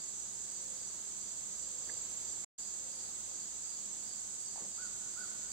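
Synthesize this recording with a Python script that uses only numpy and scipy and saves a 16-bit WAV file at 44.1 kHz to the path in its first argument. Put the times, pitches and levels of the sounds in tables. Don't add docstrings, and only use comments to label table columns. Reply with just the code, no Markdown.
import sys
import numpy as np
from scipy import signal
from scipy.fft import rfft, irfft, next_fast_len
from scipy.io import wavfile
from scipy.ndimage import uniform_filter1d, map_coordinates

SR = 44100
rng = np.random.default_rng(int(sys.argv[2]) if len(sys.argv) > 2 else 0)


def makeup_ratio(level_db):
    decades = np.asarray(level_db, float) / 20
    return 10 ** decades


def inscribe(sig):
    pcm = np.round(np.clip(np.atleast_2d(sig).T, -1, 1) * 32767)
    wavfile.write(sys.argv[1], SR, pcm.astype(np.int16))


N = 243431


def unit(x):
    return x / np.sqrt(np.mean(x ** 2) + 1e-20)


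def along(points, hz):
    f, v = np.transpose(points)
    return np.interp(np.log(hz + 1), np.log(f + 1), v)


def curves(rows):
    s, *cols = np.transpose(rows)
    return [np.interp(np.arange(N) / SR, s, c) for c in cols]


def wobble(rate_hz):
    knots = rng.standard_normal(int(N * rate_hz / SR) + 4)
    return map_coordinates(knots, [np.arange(N) * rate_hz / SR])


def filtered(x, response):
    m = next_fast_len(N + SR // 2)
    return irfft(rfft(x, m) * response(np.fft.rfftfreq(m, 1 / SR)), m)[..., :N]


def ringing(x, hz, width_hz):
    def resonance(f):
        damping = 1j * f * width_hz
        return (damping / (hz * hz - f * f + damping)) ** 2
    return unit(filtered(x, resonance))


def clicks(rate_hz, scatter_db):
    chance, size = rng.random((2, N)), rng.standard_normal((2, N))
    sign = np.sign(rng.random((2, N)) - 0.5)
    return (chance < rate_hz / SR) * sign * makeup_ratio(scatter_db * size)


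def sides(left_minus_right_db):
    return makeup_ratio(np.array([left_minus_right_db / 2, -left_minus_right_db / 2]))


def echoes(x, t60_s):
    t = np.arange(SR) / SR
    tail = rng.standard_normal((2, SR)) * makeup_ratio(-60 * t / t60_s)
    return signal.fftconvolve(x[None], tail / np.linalg.norm(tail[0]), axes=1)[:, :N]


# [freq_hz, density_db_per_hz]
WOODS_COLOUR = [(12, -36), (20, -20.5), (140, -14.5), (300, -14.5), (600, -17), (1200, -19), (2650, -23),
                (3600, -17), (4700, -14.5), (5500, -21.5), (7000, -24), (9300, -27), (12000, -28.5),
                (15800, -32)]
# [freq_hz, correlation_0_1]
WOODS_LIKENESS = [(30, 0.85), (250, 0.82), (600, 0.59), (1200, 0.52), (2000, 0.12), (15000, 0.028)]
# [freq_hz, left_minus_right_db]
WOODS_BALANCE = [(60, 0), (350, -2), (700, 1), (3000, -1.7), (9500, -2.5), (12000, 1.5), (15000, 1)]
# [pitch_hz, width_hz, level_db]
HUMS = [(57.5, 8, -76.5), (119.1, 15, -79.5), (200.8, 7.3, -73.5), (353.5, 13, -81.5)]


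def woods():
    def mid_side(hz):
        angle = np.arccos(np.clip(along(WOODS_LIKENESS, hz), -1, 1)) / 2
        return makeup_ratio(along(WOODS_COLOUR, hz)) * [np.cos(angle), np.sin(angle)]
    mid, side = filtered(rng.standard_normal((2, N)), mid_side)
    air = filtered(np.array([mid + side, mid - side]), lambda hz: sides(along(WOODS_BALANCE, hz)))
    hum = sum(makeup_ratio(db) * ringing(rng.standard_normal(N), hz, width_hz) for hz, width_hz, db in HUMS)
    return makeup_ratio(-56.5 + 0.82 * wobble(2.88)) * unit(air) + hum


# [freq_hz, density_db_per_hz]
CROWD_SPECTRUM = [(3060, -46), (5200, -15), (5800, -15), (6090, -6.5), (6310, -1.5), (7730, 2), (8250, -8),
                  (8670, -21), (9280, -24), (10500, -32.5), (13600, -53), (22000, -120)]
# [freq_hz, left_minus_right_db]
CROWD_BALANCE = [(5000, -0.5), (6200, 2), (7000, -7), (7600, -7), (8400, -14), (10000, -2.5)]


def crowd():
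    pair = clicks(12000, scatter_db=1)
    late = np.roll(pair[::-1], shift=3, axis=1)
    pair = pair + 0.24 * late * [[1], [0]]
    z = signal.stft(pair, nperseg=256)[2]
    patches = uniform_filter1d(rng.standard_normal(z.shape), size=4, axis=1)
    patches = uniform_filter1d(patches, size=6, axis=2)
    pair = signal.istft(z * makeup_ratio(0.98 * unit(patches)), nperseg=256)[1][:, :N]
    pair = filtered(pair, lambda hz: makeup_ratio(along(CROWD_SPECTRUM, hz)) * sides(along(CROWD_BALANCE, hz)))
    return makeup_ratio(-42.5 + 0.29 * wobble(4.66)) * unit(pair)


# [peak_s, peak_db]
CICADA_SWELLS = [(-.03, -60), (0.543, -61.5), (.83, -60.5), (1.27, -62), (1.61, -61.5), (1.915, -59.5),
                 (2.28, -62.5), (2.63, -58.5), (2.984, -57.5), (3.382, -60.5), (3.71, -59), (4.11, -58),
                 (4.467, -58), (4.81, -58), (5.207, -60), (5.54, -59)]
# [pitch_hz, width_hz, level_db, lag_s]
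CICADA_BODY = [
    (4842, 83, -1.5, -.005),
    (4690, 170, -2, 0.017),
    (4485, 170, -7.5, .07),
]
SWELL_HALF_S = 0.07


def cicada():
    t = np.arange(N) / SR
    song = 0
    for hz, width_hz, level_db, lag_s in CICADA_BODY:
        effort = sum(makeup_ratio(db) * np.exp(-0.5 * ((t - s - lag_s) / SWELL_HALF_S) ** 2)
                     for s, db in CICADA_SWELLS)
        song = song + makeup_ratio(level_db) * effort * ringing(clicks(1500, scatter_db=4.5), hz, width_hz)
    return sides(-3.0)[:, None] * song


# [first_chirp_s, last_chirp_s, period_s, pitch_hz, level_db]
FAR_CRICKETS = [
    (.222, 2.3, .344, 6030, -58.5),
    (.19, 2.42, .316, 6158, -59.5),
    (2.77, 5.45, .292, 6225, -61.5),
]
CHIRP_S, CHIRP_EDGE_S, WAVER_HZ = 0.14, 0.03, 22


def crickets():
    t, out = np.arange(N) / SR, 0
    for first_s, last_s, period_s, hz, db in FAR_CRICKETS:
        half_s = period_s / 2
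        since_s = np.clip(t, first_s - half_s, last_s + half_s) - first_s
        off_s = np.abs((since_s + half_s) % period_s - half_s)
        singing = (t > first_s - half_s) * (t < last_s + CHIRP_S / 2)
        gate = np.clip((CHIRP_S / 2 - off_s) / CHIRP_EDGE_S + 0.5, 0, 1) * singing
        gate = gate * makeup_ratio(0.72 * wobble(3))
        pitch_hz = hz + WAVER_HZ * np.array([wobble(60), wobble(60)])
        note = np.sin(2 * np.pi * np.cumsum(pitch_hz, axis=1) / SR)
        out = out + makeup_ratio(db) * gate * note * makeup_ratio(4 + 2.8 * wobble(70))
    return out * sides(-2)[:, None]


# [start_s, pitch_hz, level_db]
DOVE_COOS = [
    (0.453, 512, -66),
    (1.586, 509, -67),
    (2.72, 514, -68.5),
    (4.018, 1483, -75),
]
COO_S = 0.4


def dove():
    t, out = np.arange(N) / SR, 0
    for s, hz, db in DOVE_COOS:
        swell = np.sin(np.pi * np.clip((t - s) / COO_S, 0, 1)) ** 0.3
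        out = out + makeup_ratio(db) * swell * np.sin(2 * np.pi * hz * t + 0.89 * wobble(11))
    return out


# [time_s, level_db]
TRILL_EFFORT = [
    (.7, -60),
    (1.1, -55.5),
    (1.5, -52),
    (1.62, -46),
    (2.45, -44),
]
TRILL_TOP_HZ, TRILL_HZ_PER_DB, FULL_EFFORT_DB = 7420, 10.5, -44


def trill():
    db, = curves(TRILL_EFFORT)
    hz = TRILL_TOP_HZ + TRILL_HZ_PER_DB * (db - FULL_EFFORT_DB)
    t = np.arange(N) / SR
    beat = 25.9 * (t - 2.366) + 0.05 * wobble(6)
    stroke = np.exp(1.8 * (np.cos(2 * np.pi * beat) - 1)) * makeup_ratio(1.8 * wobble(25))
    note = np.sin(2 * np.pi * np.cumsum(hz + 14 * wobble(40)) / SR)
    heard = (t > TRILL_EFFORT[0][0]) * (t < DROPOUT[2][0])
    song = makeup_ratio(db + 1.5) * stroke * note * heard
    return song * sides(-11)[:, None] + makeup_ratio(-7) * echoes(song, t60_s=0.1)


# [start_s, length_s, pitch_hz, level_db]
SHELL_RUSTLES = [
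    (0.93, 0.072, 250, -66),
    (1.856, 0.083, 400, -61),
    (1.876, 0.16, 110, -66.5),
    (2.369, .02, 900, -64),
    (2.433, 0.018, 1100, -58),
    (3.266, 0.074, 399.5, -68),
    (4.54, 0.088, 850, -60),
    (4.583, 0.095, 550, -61),
    (4.6, .11, 254, -64),
]
RUSTLE_WIDTH = 1.1


def rustles():
    t, out = np.arange(N) / SR, 0
    for s, length_s, hz, db in SHELL_RUSTLES:
        stroke = np.sin(np.pi * np.clip((t - s) / length_s, 0, 1))
        grains = clicks(1600, scatter_db=3)[0]
        out = out + makeup_ratio(db) * stroke * ringing(grains, hz, RUSTLE_WIDTH * hz)
    return out


# [start_s, peak_db, pitch_hz, left_minus_right_db]
FINGER_TICKS = [(1.821, -50.5, 500, 0), (1.886, -52, 1810, 0), (1.897, -50, 452, -3),
                (2.439, -49.5, 2100, -17), (4.426, -46, 11200, 0), (4.427, -52, 12300, 0),
                (4.558, -42.5, 815, 9.5), (4.578, -42, 810, 15), (4.61, -48, 552, 0),
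                (4.621, -45.5, 220, 1), (4.634, -55, 264, 0)]
TICK_T60_S, T60_FALLS = 0.019, 0.36


def finger_ticks():
    out, t = np.zeros((2, N + SR)), np.arange(SR // 5) / SR
    for s, db, hz, pan_db in FINGER_TICKS:
        puff = uniform_filter1d(rng.standard_normal(len(t)), size=8)
        ring = np.sin(2 * np.pi * hz * t) + 0.47 * puff
        t60_s = TICK_T60_S * (800 / hz) ** T60_FALLS
        blow = makeup_ratio(db - 60 * t / t60_s) * (1 - np.exp(-t / 0.00065)) * ring
        out[:, round(s * SR):][:, :len(t)] += sides(pan_db)[:, None] * blow
    return out[:, :N]


# [start_s, length_s, pitch_hz, peak_db, left_minus_right_db]
FINGER_SQUEAK = (1.8922, .0075, 1700, -37, -6)


def squeak():
    s, length_s, hz, db, pan_db = FINGER_SQUEAK
    u = (np.arange(N) / SR - s) / length_s
    release = makeup_ratio(-150 * np.clip(u - 1, 0, 9))
    grip = np.where(u < 1, np.clip(u, 0, 1) ** 0.7, release)
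    phase = 2 * np.pi * hz * length_s * u
    tone = np.sin(phase) + 0.5 * np.sin(1.17 * phase)
    return sides(pan_db)[:, None] * makeup_ratio(db - 7.5) * grip * tone


# [start_s, level_db]
BIRD_HOOTS = [
    (4.777, -53),
    (5.161, -52),
]
HOOT_TOP_HZ, HOOT_DEPTH_HZ, HOOT_RISE_S, HOOT_FALL_S = 1497, 310, 0.044, 0.056
RISE_BEND, FALL_BEND, HOOT_DB_PER_HZ = 2.8, 2.3, 0.045


def hoots():
    t, call = np.arange(N) / SR, np.zeros(N)
    for s, db in BIRD_HOOTS:
        before = (s + HOOT_RISE_S - t) / HOOT_RISE_S
        after = (t - s - HOOT_RISE_S) / HOOT_FALL_S
        flat_hz = HOOT_DEPTH_HZ * (np.clip(before, 0, 1) ** RISE_BEND + np.clip(after, 0, 1) ** FALL_BEND)
        gain = makeup_ratio(db + 1 - HOOT_DB_PER_HZ * flat_hz + 3 * wobble(110)) * (before < 1) * (after < 1)
        call += gain * np.sin(2 * np.pi * np.cumsum(HOOT_TOP_HZ - flat_hz) / SR)
    trunk = makeup_ratio(-4) * np.roll(call, round(0.018 * SR))
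    slope = makeup_ratio(-8) * np.roll(call, round(0.09 * SR))
    near = call + trunk + makeup_ratio(-6) * echoes(call + slope, t60_s=0.2)
    far = makeup_ratio(-2.5 + 3.5 * wobble(45)) * echoes(call + slope, t60_s=1.6)
    return near + far


def scene():
    insects = crowd() + cicada() + crickets() + trill()
    birds = dove() + hoots()
    handling = rustles() + finger_ticks() + squeak()
    return woods() + insects + birds + handling


# [time_s, gain_0_1]
DROPOUT = [
    (2.4445, 1),
    (2.448, 0),
    (2.579, 0),
    (2.59, 1),
]


def dropout(x):
    return x * curves(DROPOUT)[0]


def top_cut(x):
    return signal.sosfilt(signal.butter(12, 16570, fs=SR, output="sos"), x)


def record(dry):
    mix = filtered(dropout(dry), lambda hz: hz < 15770)
    return top_cut(mix)


dry = scene()
out = record(dry)
inscribe(out)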